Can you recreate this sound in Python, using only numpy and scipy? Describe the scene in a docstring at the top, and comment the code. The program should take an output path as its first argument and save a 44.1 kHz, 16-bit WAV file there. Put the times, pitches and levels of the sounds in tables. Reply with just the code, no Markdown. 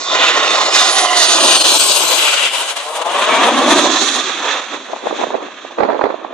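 """First comes the intake hiss and falling whine of a small jet, landing low over a camera in an open field.
Its spinning blades make the whine, which drops in pitch as it passes (the Doppler shift).
The exhaust roar follows, swept by its own echo off the ground. As the jet recedes, gusts buffet
the two microphone openings (ports), and the loudest moments overload the camera."""
import sys
import numpy as np
from scipy import signal
from scipy.fft import rfft, irfft, next_fast_len
from scipy.io import wavfile
from scipy.ndimage import map_coordinates

SR = 44100
rng = np.random.default_rng(int(sys.argv[2]) if len(sys.argv) > 2 else 0)


def put_to_file(sound):
    """Save the sound as 16-bit audio at rate SR, in the file named by the first command-line argument."""
    columns = np.atleast_2d(sound).T  # one column per channel
    safe = np.clip(columns, -1, 1)
    whole_steps = np.round(safe * 32767)
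    wavfile.write(sys.argv[1], SR, whole_steps.astype(np.int16))


N = 279319

# Levels are relative. Balance is left minus right. A swell peaks at t; its span is about half its length.
# The jet's low sounds: t/s, rumble level/dB, roar level/dB
BASS_LEVELS = [(0.0, -38, -30), (0.04, -44, -37.5), (0.09, -40.5, -23), (0.22, -33, -18),
               (1.24, -35.5, -20), (1.39, -27.5, -16), (2.1, -35.5, -21.5), (2.84, -51, -28.5),
               (2.98, -50, -20.5), (3.17, -33.5, -18), (3.5, -22, -14), (3.74, -18, -14),
               (4.02, -28.5, -23), (4.37, -34, -29), (4.46, -36, -20), (4.71, -40.5, -33.5),
               (4.74, -31, -26.5), (4.8, -37, -35.5), (4.9, -44, -34.5), (5.35, -33.5, -32.5),
               (5.55, -42.5, -40.5), (6.33, -39.5, -31.5)]
# Its high sounds: t/s, rush level/dB, hiss level/dB, sizzle level/dB
TREBLE_LEVELS = [(0.0, -31, -29, -58), (0.23, -14, -26, -46.5), (0.7, -19, -23, -38),
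                 (0.76, -11, -14, -23.5), (1.09, -22.5, -24, -31.5), (1.24, -17, -17.5, -29.5),
                 (1.86, -19.5, -15, -23.5), (2.39, -13.5, -22, -30), (2.93, -30.5, -37, -41),
                 (3.27, -14, -28, -38), (3.64, -18, -26, -38), (3.73, -17.5, -23, -33),
                 (3.89, -18.5, -21, -47.5), (4.09, -19.5, -18.5, -34), (4.33, -20, -27, -54),
                 (4.5, -22, -33.5, -61), (4.9, -31, -38.5, -58.5)]
# Where the jet sits as the camera swings after it: t/s, balance/dB
JET_BALANCE = [(0, -3.5), (1.2, -5), (1.9, 3.5), (2.4, 3.5), (3.65, -1.5), (3.9, -6.5), (6.33, -3.5)]
# The jet's noise from ahead, below and behind: f/Hz, level/dB
AHEAD_SPECTRUM = [(59, -79), (100, -39), (295, -10), (695, -9), (925, -5.5), (1050, -5.5), (1570, 2.5),
                  (3280, -1), (3630, -3.5), (4840, -4.5), (6840, -8.5), (8060, -18.5), (9110, -28),
                  (13200, -52)]
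BELOW_SPECTRUM = [(59, -74), (100, -44), (283, -18), (603, 2), (786, 2), (1110, 4), (1850, -10.5),
                  (2570, 5.5), (4110, -8.5), (5580, -13), (8390, -6), (10500, -15), (12100, -20.5),
                  (13200, -12)]
BEHIND_SPECTRUM = [(59, -87), (100, -42.5), (236, -14), (283, -3.5), (417, -7.5), (579, 0), (1000, -1),
                   (2010, -9), (3020, -10.5), (3490, -8), (4940, -26.5), (6440, -17.5), (10700, -45),
                   (13200, -68)]
# Peaks and dips the camera's housing adds to each of these, and at its corner: f/Hz, width/Hz, gain/dB
AHEAD_HOUSING = [(697, 125, 10.5), (935, 65, -5), (1026, 8.1, 13.5), (1226, 101, 8.5), (1560, 48, -9),
                 (1870, 460, 0.5), (2300, 110, -1), (2700, 280, -0.5), (3105, 90, 1), (3570, 44, 3),
                 (3710, 185, 6.5), (4220, 58, 9), (4900, 51, -11.5), (4880, 130, 5.5), (5760, 110, -3),
                 (6960, 1800, 6.5)]
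BELOW_HOUSING = [(960, 120, -3), (1670, 82, 3.5), (1990, 110, 2.5), (2504, 105, -8), (3170, 120, 4),
                 (4930, 400, 1.5), (11600, 720, 2.5)]
BEHIND_HOUSING = [(309, 49, -6.5), (863, 56, -3), (1170, 154, 4), (1450, 150, -1.5), (1780, 170, 2),
                  (2100, 97, -2), (2580, 110, 3), (3000, 130, -4), (3300, 270, 1.5), (3960, 260, 1.5),
                  (5040, 120, -0.5), (6640, 1100, 1)]
CORNER_HOUSING = [(1440, 95, 0), (2100, 400, -1.5), (2980, 680, 3), (5260, 310, -5.5), (6200, 190, -0.5),
                  (7670, 590, -8.5)]
# How alike left and right sound, with the jet coming and going: f/Hz, likeness (1 = the same)
COMING_LIKENESS = [(60, 0.0404), (150, 0.25), (360, 0.59), (870, 0.89), (2130, 0.077), (5200, 0.087),
                   (12700, 0.27)]
GOING_LIKENESS = [(60, 0.24), (150, 0.86), (360, 1), (870, 0.89), (2130, 0.74), (5200, 0.29),
                  (12700, 0.068)]
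# Swirling air focuses the sound in brief surges: t/s, span/s, gain/dB
AIR_SURGES = [(0.287, 0.025, 3.5), (0.39, 0.0093, 2.5), (0.546, 0.024, 2.5), (0.991, 0.009, 5.5),
              (1.204, 0.039, 4.5), (1.313, 0.022, 4.5), (1.533, 0.11, 4), (1.75, 0.058, 0.5),
              (1.8, 0.025, 3.5), (2.461, 0.0082, 4), (2.628, 0.017, 2.5), (2.7, 0.022, 3.5),
              (2.77, 0.0077, 9.5), (2.891, 0.0046, 4), (2.965, 0.013, 7), (3.02, 0.0053, 6.5),
              (3.44, 0.0079, 6.5), (3.766, 0.074, 5), (4.51, 0.056, 8), (5.1, 0.036, 5),
              (5.225, 0.047, 9.5)]
# The jet's noise drops out briefly: t/s, span/s, gain/dB
LEVEL_DIPS = [(1.592, 0.012, -8), (1.633, 0.0054, -9.5), (1.789, 0.0045, -12.5), (2.498, 0.018, -8),
              (2.75, 0.014, -6), (3.041, 0.0074, -9)]
# Centre of a hollow that slides down through the noise: t/s, f/Hz
HOLLOW_PATH = [(1, 2750), (1.3, 2280), (1.45, 2130), (1.75, 2020), (2.2, 1850)]
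# The fan's blade tone, falling with the Doppler shift: t/s, f/Hz
FAN_PITCH = [(0, 5280), (.4, 5240), (.75, 5100), (.97, 4900), (1.25, 4560), (1.55, 4280), (1.8, 4050),
             (2.1, 3800), (2.3, 3650), (2.6, 3400), (3.3, 3050), (6.33, 2750)]
# Blade tones and their sums, each beamed its own way: fan multiple, compressor multiple, level/dB,
# t/s, span/s
BLADE_BEAMS = [(1, 0, -27, 1.27, .04), (0, 1, -31, 1.58, .06), (2, 0, -28.5, .98, .05),
               (2, 0, -26, 1.28, .06), (2, 0, -22.5, 1.55, .055), (2, 0, -25, 1.83, .08),
               (2, 0, -29, 2.05, .06), (1, 1, -33, .93, .05), (1, 1, -24.5, 1.54, .05),
               (0, 2, -24.5, 1.85, .09), (0, 2, -32, 2.26, .06), (3, 0, -34, 1.82, .13),
               (1, 2, -34, 2.14, .1)]
# Whistles and narrow rushes from the jet's body: fan multiple, level/dB, t/s, span/s, width/Hz
BODY_WHISTLES = [(.1525, -27, 1.12, .25, 20), (.207, -29.5, .5, .4, 20), (.68, -21.5, .1, .03, 300),
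                 (.7, -25, .49, .1, 250), (.63, -27, 1.06, .13, 380), (.42, -29, 1.12, .08, 280),
                 (.86, -23.5, 1.22, .05, 420), (.68, -20, 0.23, .07, 650), (.5, -22.5, .26, .04, 300),
                 (.505, -26, .48, .08, 280), (.715, -20, .8, .06, 360), (1.03, -21.5, .79, .055, 420),
                 (.78, -24.5, 2.455, 0.086, 1200), (.33, -24, 3.26, 0.094, 200),
                 (.755, -22, 3.345, 0.028, 160)]
# The intake's main beams: source (0 fan, 1 compressor), level/dB, t/s, span/s
MAIN_BEAMS = [(0, -19.5, 1.67, .12), (1, -22.5, 1.54, .055), (1, -27.5, 1.95, .04), (1, -25.5, 2.085, .035)]
# Clusters of side tones round the fan's overtones: fan multiple, strongest level/dB, t/s, span/s
BUZZ_CLUSTERS = [(2, -30.5, 1.72, .4), (3, -37.5, 1.98, .27)]
# Wind churning at a port: f/Hz, level/dB
WIND_SPECTRUM = [(47, -71), (80, -30), (129, -30), (200, -8), (391, 3.5), (609, 3.5), (1050, -3.5),
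                 (1850, -16.5), (2570, -24.5), (3180, -47), (4000, -24), (5200, -42), (8800, -120)]
# Gusts on the ports: start t/s, length/s, level/dB, balance/dB
WIND_GUSTS = [(4.718, 0.02, -31, 12), (4.87, 0.039, -30.5, -6), (5.018, 0.12, -25, -2),
              (5.177, 0.022, -18, 1), (5.313, 0.041, -20.5, -4), (5.403, 0.031, -28, -1),
              (5.768, 0.079, -16.5, -6.5), (5.873, 0.023, -13, -15), (5.941, 0.023, -18.5, -8),
              (5.994, 0.06, -20, -17), (6.04, 0.025, -14, -9.5), (6.157, .15, -34, -14),
              (6.324, .03, -11, -21)]
# The hardest eddies (small whirls of air) that slap a port: t/s, level/dB, f/Hz, balance/dB
EDDY_SLAPS = [(4.93, -6.5, 570, 12), (4.936, -12, 750, 0), (4.959, -12, 705, 7), (5.067, -2.5, 600, 7),
              (5.107, -6, 734, -15), (5.124, -7.5, 447, -23), (5.211, -6.5, 715, -7), (5.222, -7, 750, -12),
              (5.231, -5, 820, -14), (5.235, -4, 845, -17), (5.265, -10, 520, -16), (5.301, -8, 720, -8),
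              (5.34, -3.5, 544, -27), (5.349, -13, 605, -9), (5.481, -19, 685, 2), (5.646, -16, 544, -18),
              (5.706, -20.5, 700, -11), (5.782, -3.5, 900, -9), (5.801, -3, 442, -28), (5.83, 5, 550, -23),
              (5.851, -15, 600, -8), (5.885, -6, 450, -5), (5.899, -2.5, 824, -1), (5.942, -6, 597, -11),
              (5.948, -10, 680, -9), (5.989, -3.5, 664, -14), (6.009, 0, 766, -6), (6.014, -3, 1110, -7),
              (6.036, 4, 490, -13), (6.063, -6.5, 516, -18), (6.099, -9, 571, -10), (6.139, -7, 523, -16),
              (6.244, -7.5, 666, -10)]

COMPRESSOR_RATIO = 1.078  # compressor pitch over fan pitch
TWINKLE_DB = 2.6  # how much the air makes the whine's level waver
TIME = np.arange(N) / SR


def jet_noise(recede_s=4.63, fade_db_per_s=0.5, air_db_per_s_khz=2.5):
    """Intake and body noise give way to the exhaust; eddies in the air make every band flutter."""
    rush_db, hiss_db, sizzle_db = curves(TREBLE_LEVELS)
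    rumble_db, roar_db = curves(BASS_LEVELS)
    balance_db, = curves(JET_BALANCE)
    arrived = (1 + np.tanh((TIME - 1.55) / 0.29)) / 2
    passed = (1 + np.tanh((TIME - 3) / 0.51)) / 2
    shares = np.sqrt([1 - arrived, arrived * (1 - passed), arrived * passed])
    ahead = turbulence(AHEAD_SPECTRUM, AHEAD_HOUSING, COMING_LIKENESS, direct=0.91)
    ahead = uneven_air(near_echo(ground_echo(ahead)))
    below = turbulence(BELOW_SPECTRUM, BELOW_HOUSING, COMING_LIKENESS, direct=0.27)
    below = uneven_air(near_echo(ground_echo(below)))
    behind = ground_echo(turbulence(BEHIND_SPECTRUM, BEHIND_HOUSING, GOING_LIKENESS, direct=0.29))
    views = np.array([ahead, below, behind])
    shared_flutter_db = wobble(36) + 1.01 * wobble(90)
    surge_db = swells(AIR_SURGES)
    receding_s = np.maximum(TIME - recede_s, 0)

    def layer(low_hz, high_hz, level_db, lean_db, flutter_db, surging):
        """One band of the noise; far away it fades steadily, the higher the faster."""
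        noise = np.sum(shares[:, None] * band(views, low_hz, high_hz), axis=0)
        fade_db = receding_s * (fade_db_per_s + air_db_per_s_khz * low_hz / 1000)
        port_flutter_db = flutter_db * np.array([wobble(36), wobble(36)])
        swirl_db = surging * surge_db + shared_flutter_db + port_flutter_db
        return noise * panned(balance_db + lean_db) * amp(level_db - fade_db + swirl_db)

    # the housing makes the lowest and highest bands lean left
    return (layer(60, 379, rumble_db - .5, lean_db=3.5, flutter_db=3, surging=0.39)
            + layer(408, 1206, roar_db - .8, lean_db=3.5, flutter_db=2, surging=0.096)
            + layer(1242, 4035, rush_db - 3.5, lean_db=0, flutter_db=1.26, surging=0.94)
            + layer(3660, 8050, hiss_db - 1, lean_db=0, flutter_db=1.3, surging=1)
            + layer(8990, 11600, sizzle_db - 2.5, lean_db=8.5, flutter_db=3, surging=1.04))


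def turbulence(spectrum, housing, likeness, direct):
    """Churning air makes noise, coloured by the housing; its direct share reaches one port first."""
    def colour(hz):
        spread = np.arccos(np.clip(along(likeness, hz), -1, 1)) / 2
        return amp(along(spectrum, hz) + ripple(housing, hz)) * [np.cos(spread), np.sin(spread)]
    source, scatter = rng.standard_normal((2, N))
    shifted = filtered(source, lambda hz: 1j)  # by a quarter of a cycle
    apart = direct * shifted + np.sqrt(1 - direct ** 2) * scatter
    mid, side = filtered(np.array([source, apart]), colour)
    return np.array([mid + side, mid - side])


def whine(waver=.005, fan_blur_hz=72):
    """Blade tones swell as their beams sweep over the camera, joined by whistles from the jet's body."""
    fan_hz = curves(FAN_PITCH)[0] * (1 + waver * wobble(36))
    cycles = np.cumsum(fan_hz) / SR
    twinkle = amp(TWINKLE_DB * wobble(70))

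    def tone(multiple, db, peak_s, span_s, width_hz):
        """One tone, blurred into a narrow noise by rough air."""
        blur = filtered(rng.standard_normal((2, N)), lambda hz: 1 / (1 + (2 * hz / width_hz) ** 2))
        phase = 2 * np.pi * multiple * cycles
        haze = unit(blur[0] * np.cos(phase) + blur[1] * np.sin(phase))
        level = amp(db) * bell(peak_s, span_s) * np.roll(twinkle, rng.integers(N))
        return panned(3 * (multiple - 1))[:, None] * haze * level  # the housing leans high tones left

    blades = sum(tone(fan + comp * COMPRESSOR_RATIO, db, peak_s, span_s, fan_blur_hz * (fan + comp)**1.3)
                 for fan, comp, db, peak_s, span_s in BLADE_BEAMS)
    whistles = sum(tone(*row) for row in BODY_WHISTLES)
    return (blades + whistles) * panned(curves(JET_BALANCE)[0]) * amp(2)


def scream():
    """The blade tones ring out briefly and cleanly as the intake's main beams cross the camera."""
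    cycles = np.cumsum(curves(FAN_PITCH)[0]) / SR
    out = np.zeros((2, N))
    for source, db, peak_s, span_s in MAIN_BEAMS:
        phase = 2 * np.pi * COMPRESSOR_RATIO ** source * cycles + 0.25 * wobble(49)
        ports = np.array([np.sin(phase + 0.27), np.sin(phase - .4)])
        flat_beam = np.exp(-((TIME - peak_s) / span_s) ** 4 / 2)
        out += unit(ports) * flat_beam * amp(db + TWINKLE_DB / 2 * wobble(52))
    return out


def buzz(flare_db=3, flares_per_s=28, sways_per_s=150):
    """Uneven blades add rough side tones, spaced by the shaft's turning rate, different at each port."""
    cycles = np.cumsum(curves(FAN_PITCH)[0]) / SR
    shaft_ratio = COMPRESSOR_RATIO - 1
    out = np.zeros((2, N))
    for multiple, db, peak_s, span_s in BUZZ_CLUSTERS:
        swell = amp(db) * bell(peak_s, span_s)
        for step in range(-2, 4):
            phase = 2 * np.pi * (multiple + step * shaft_ratio) * cycles
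            sway = np.array([[wobble(sways_per_s) for port in range(2)] for part in range(2)])
            level_db = flare_db * wobble(flares_per_s) - (step - 1) ** 2  # outer tones are weaker
            out += swell * amp(level_db) * (sway[0] * np.cos(phase) + sway[1] * np.sin(phase))
    return out * panned(curves(JET_BALANCE)[0] + 3)


def ground_echo(x, overhead_s=2.6, near_lag_s=.00742, far_lag_s=.00145, dull_hz=1900):
    """The echo off the grass lags most with the jet overhead, so the pitches it cancels sweep along."""
    past_s = TIME - overhead_s
    span_s = np.where(past_s < 0, .83, .755)  # coming, going
    lag_s = far_lag_s + (near_lag_s - far_lag_s) / (1 + (past_s / span_s) ** 2)
    strength = .18 + .36 * bell(3.15, 0.6)  # greatest while the exhaust points at the ground nearby
    soft = filtered(x, lambda hz: 1 / np.sqrt(1 + (hz / dull_hz) ** 2))
    echo = np.array([np.interp(TIME - lag_s, TIME, port) for port in soft])
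    return x + strength * echo


def near_echo(x, lag_s=.00204, strength=.33):
    """A surface just beside the camera adds a quick echo that sounds hollow."""
    soft = filtered(x, lambda hz: 1 / (1 + (hz / 5500) ** 4))
    return x + strength * np.roll(soft, round(lag_s * SR), axis=1)


def uneven_air(x, depth_db=1.7, patch_hz=330, patch_s=0.101):
    """Uneven air lifts and lowers patches of the treble that come and go."""
    hz, t, spectra = signal.stft(x, SR, nperseg=512)
    field = rng.standard_normal((200, 200))
    grid = np.meshgrid(hz / patch_hz, t / patch_s, indexing="ij")
    gain_db = depth_db * map_coordinates(field, grid, mode="mirror")
    treble = hz ** 2 / (hz ** 2 + 1800 ** 2)
    return signal.istft(spectra * amp(gain_db * treble[:, None]), SR, nperseg=512)[1][:, :N]


def housing_corner(x, hollow_db=-10, hollow_width_hz=150):
    """The housing colours the jet more deeply as it passes the corner, and a hollow slides down."""
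    share = bell(1.47, 0.37)
    x = (1 - share) * x + share * filtered(x, lambda hz: amp(ripple(CORNER_HOUSING, hz)))
    hz, t, spectra = signal.stft(x, SR, nperseg=1024)
    centre_hz = np.interp(t, *np.transpose(HOLLOW_PATH))
    depth_db = hollow_db * np.interp(t, TIME, bell(1.6, .35))
    gain_db = ripple([(centre_hz, hollow_width_hz, depth_db)], hz[:, None])
    return signal.istft(spectra * amp(gain_db), SR, nperseg=1024)[1][:, :N]


def wind():
    """Gusts tumble over each port in lumps; eddies slap it with one pressure swing and a short wake."""
    lumps = amp(2.7 * np.array([wobble(190), wobble(190)]) + 1.7 * wobble(57))
    churn = unit(filtered(rng.standard_normal((2, N)), lambda hz: amp(along(WIND_SPECTRUM, hz))))
    out = unit(lumps * churn) * gust_strength()
    tearing = unit(filtered(rng.standard_normal(N), lambda hz: hz ** 2 / (1 + (hz / 2100) ** 7)))
    age = TIME[:SR // 40]
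    for start_s, db, hz, balance_db in EDDY_SLAPS:
        start = round(start_s * SR)
        where = slice(start, start + len(age))
        from_core_s = age - .0046
        cycles = hz * from_core_s
        # the pressure flips abruptly at the eddy's core
        swing = np.sin(2 * np.pi * cycles + 0.42 * np.tanh(5 * cycles)) * np.exp(-(1.43 * cycles) ** 2)
        wake_age = age / 0.0048
        wake = 0.17 * wake_age ** 2 * np.exp(2 - 2 * wake_age) * unit(churn[:, where])
        # the harder the slap, the more it tears into a bright crack
        crack = 0.08 * amp(db) * np.exp(-(from_core_s / 0.0015) ** 2) * tearing[where]
        out[:, where] += amp(db - 1) * panned(balance_db)[:, None] * (swing + wake + crack)
    return out


def gust_strength(rise_s=0.017, fall_s=0.04, breeze_start_s=3.6, breeze_db=-45):
    """At each port, every gust rises, holds and dies away over a light breeze."""
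    strength = amp(breeze_db) * np.clip((TIME - breeze_start_s) / rise_s, 0, 1)
    for start_s, length_s, db, balance_db in WIND_GUSTS:
        rise = np.clip((TIME - start_s) / rise_s, 0, 1)
        fall = np.exp(-np.maximum(TIME - start_s - length_s, 0) / fall_s)
        strength = np.maximum(strength, amp(db) * panned(balance_db)[:, None] * rise * fall)
    return strength


def amp(db):
    """Turn decibels into a gain."""
    return 10 ** (np.asarray(db) / 20)


def unit(x):
    """Scale to an average (rms) level of 1."""
    return x / np.sqrt(np.mean(x ** 2) + 1e-20)


def along(points, hz):
    """Read between (frequency, value) points, with octaves evenly spaced."""
    point_hz, values = np.transpose(points)
    return np.interp(np.log(hz + 1), np.log(point_hz + 1), values)


def curves(rows):
    """One value per sample for each column after the time."""
    times, *columns = np.transpose(rows)
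    return [np.interp(TIME, times, column) for column in columns]


def bell(centre_s, span_s):
    """A smooth rise to 1 and fall about one moment."""
    return np.exp(-((TIME - centre_s) / span_s) ** 2 / 2)


def swells(rows):
    """Smooth peaks and dips over time, in dB."""
    return sum(db * bell(centre_s, span_s) for centre_s, span_s, db in rows)


def ripple(peaks, hz):
    """Smooth peaks and dips over frequency, in dB."""
    return sum(db * np.exp(-((hz - centre) / width) ** 2) for centre, width, db in peaks)


def wobble(rate):
    """A smooth curve through `rate` random values a second."""
    coarse = np.arange(0, N, 32)
    slow = map_coordinates(rng.standard_normal(int(N * rate / SR) + 4), [coarse * rate / SR])
    return np.interp(np.arange(N), coarse, slow)


def filtered(x, response):
    """Scale each frequency in x by response(hz)."""
    size = next_fast_len(N + 8192, real=True)
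    return irfft(rfft(x, size) * response(np.fft.rfftfreq(size, 1 / SR)), size)[..., :N]


def band(x, low_hz, high_hz, order=14):
    """Keep one band of several stereo noises, each with its left-right average at level 1."""
    y = filtered(x, lambda hz: 1 / (1 + (low_hz / (hz + 1)) ** order) / (1 + (hz / high_hz) ** order))
    return y / np.std(y.mean(axis=1), axis=-1)[:, None, None]


def panned(balance_db):
    """Left and right gains that keep the total power the same."""
    gains = np.array([amp(balance_db / 2), amp(-balance_db / 2)])
    return gains / np.sqrt(np.mean(gains ** 2, axis=0))


def scene():
    """The jet overhead and the wind at the camera."""
    roar = housing_corner(jet_noise()) * amp(swells(LEVEL_DIPS))
    return roar + scream() + whine() + buzz() + wind()


def record(dry, low_cut_hz=140, hardness=7, dull_hz=13800, top_hz=15600):
    """The camera cuts the bass, rounds off overloads, dulls the treble and drops the very top."""
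    x = filtered(dry, lambda hz: 1 / (1 + (low_cut_hz / (hz + 1)) ** 4))
    x = x / (1 + np.abs(x) ** hardness) ** (1 / hardness)
    return filtered(x, lambda hz: (hz < top_hz) / (1 + (hz / dull_hz) ** 20))


dry = scene()
out = record(dry)
put_to_file(out)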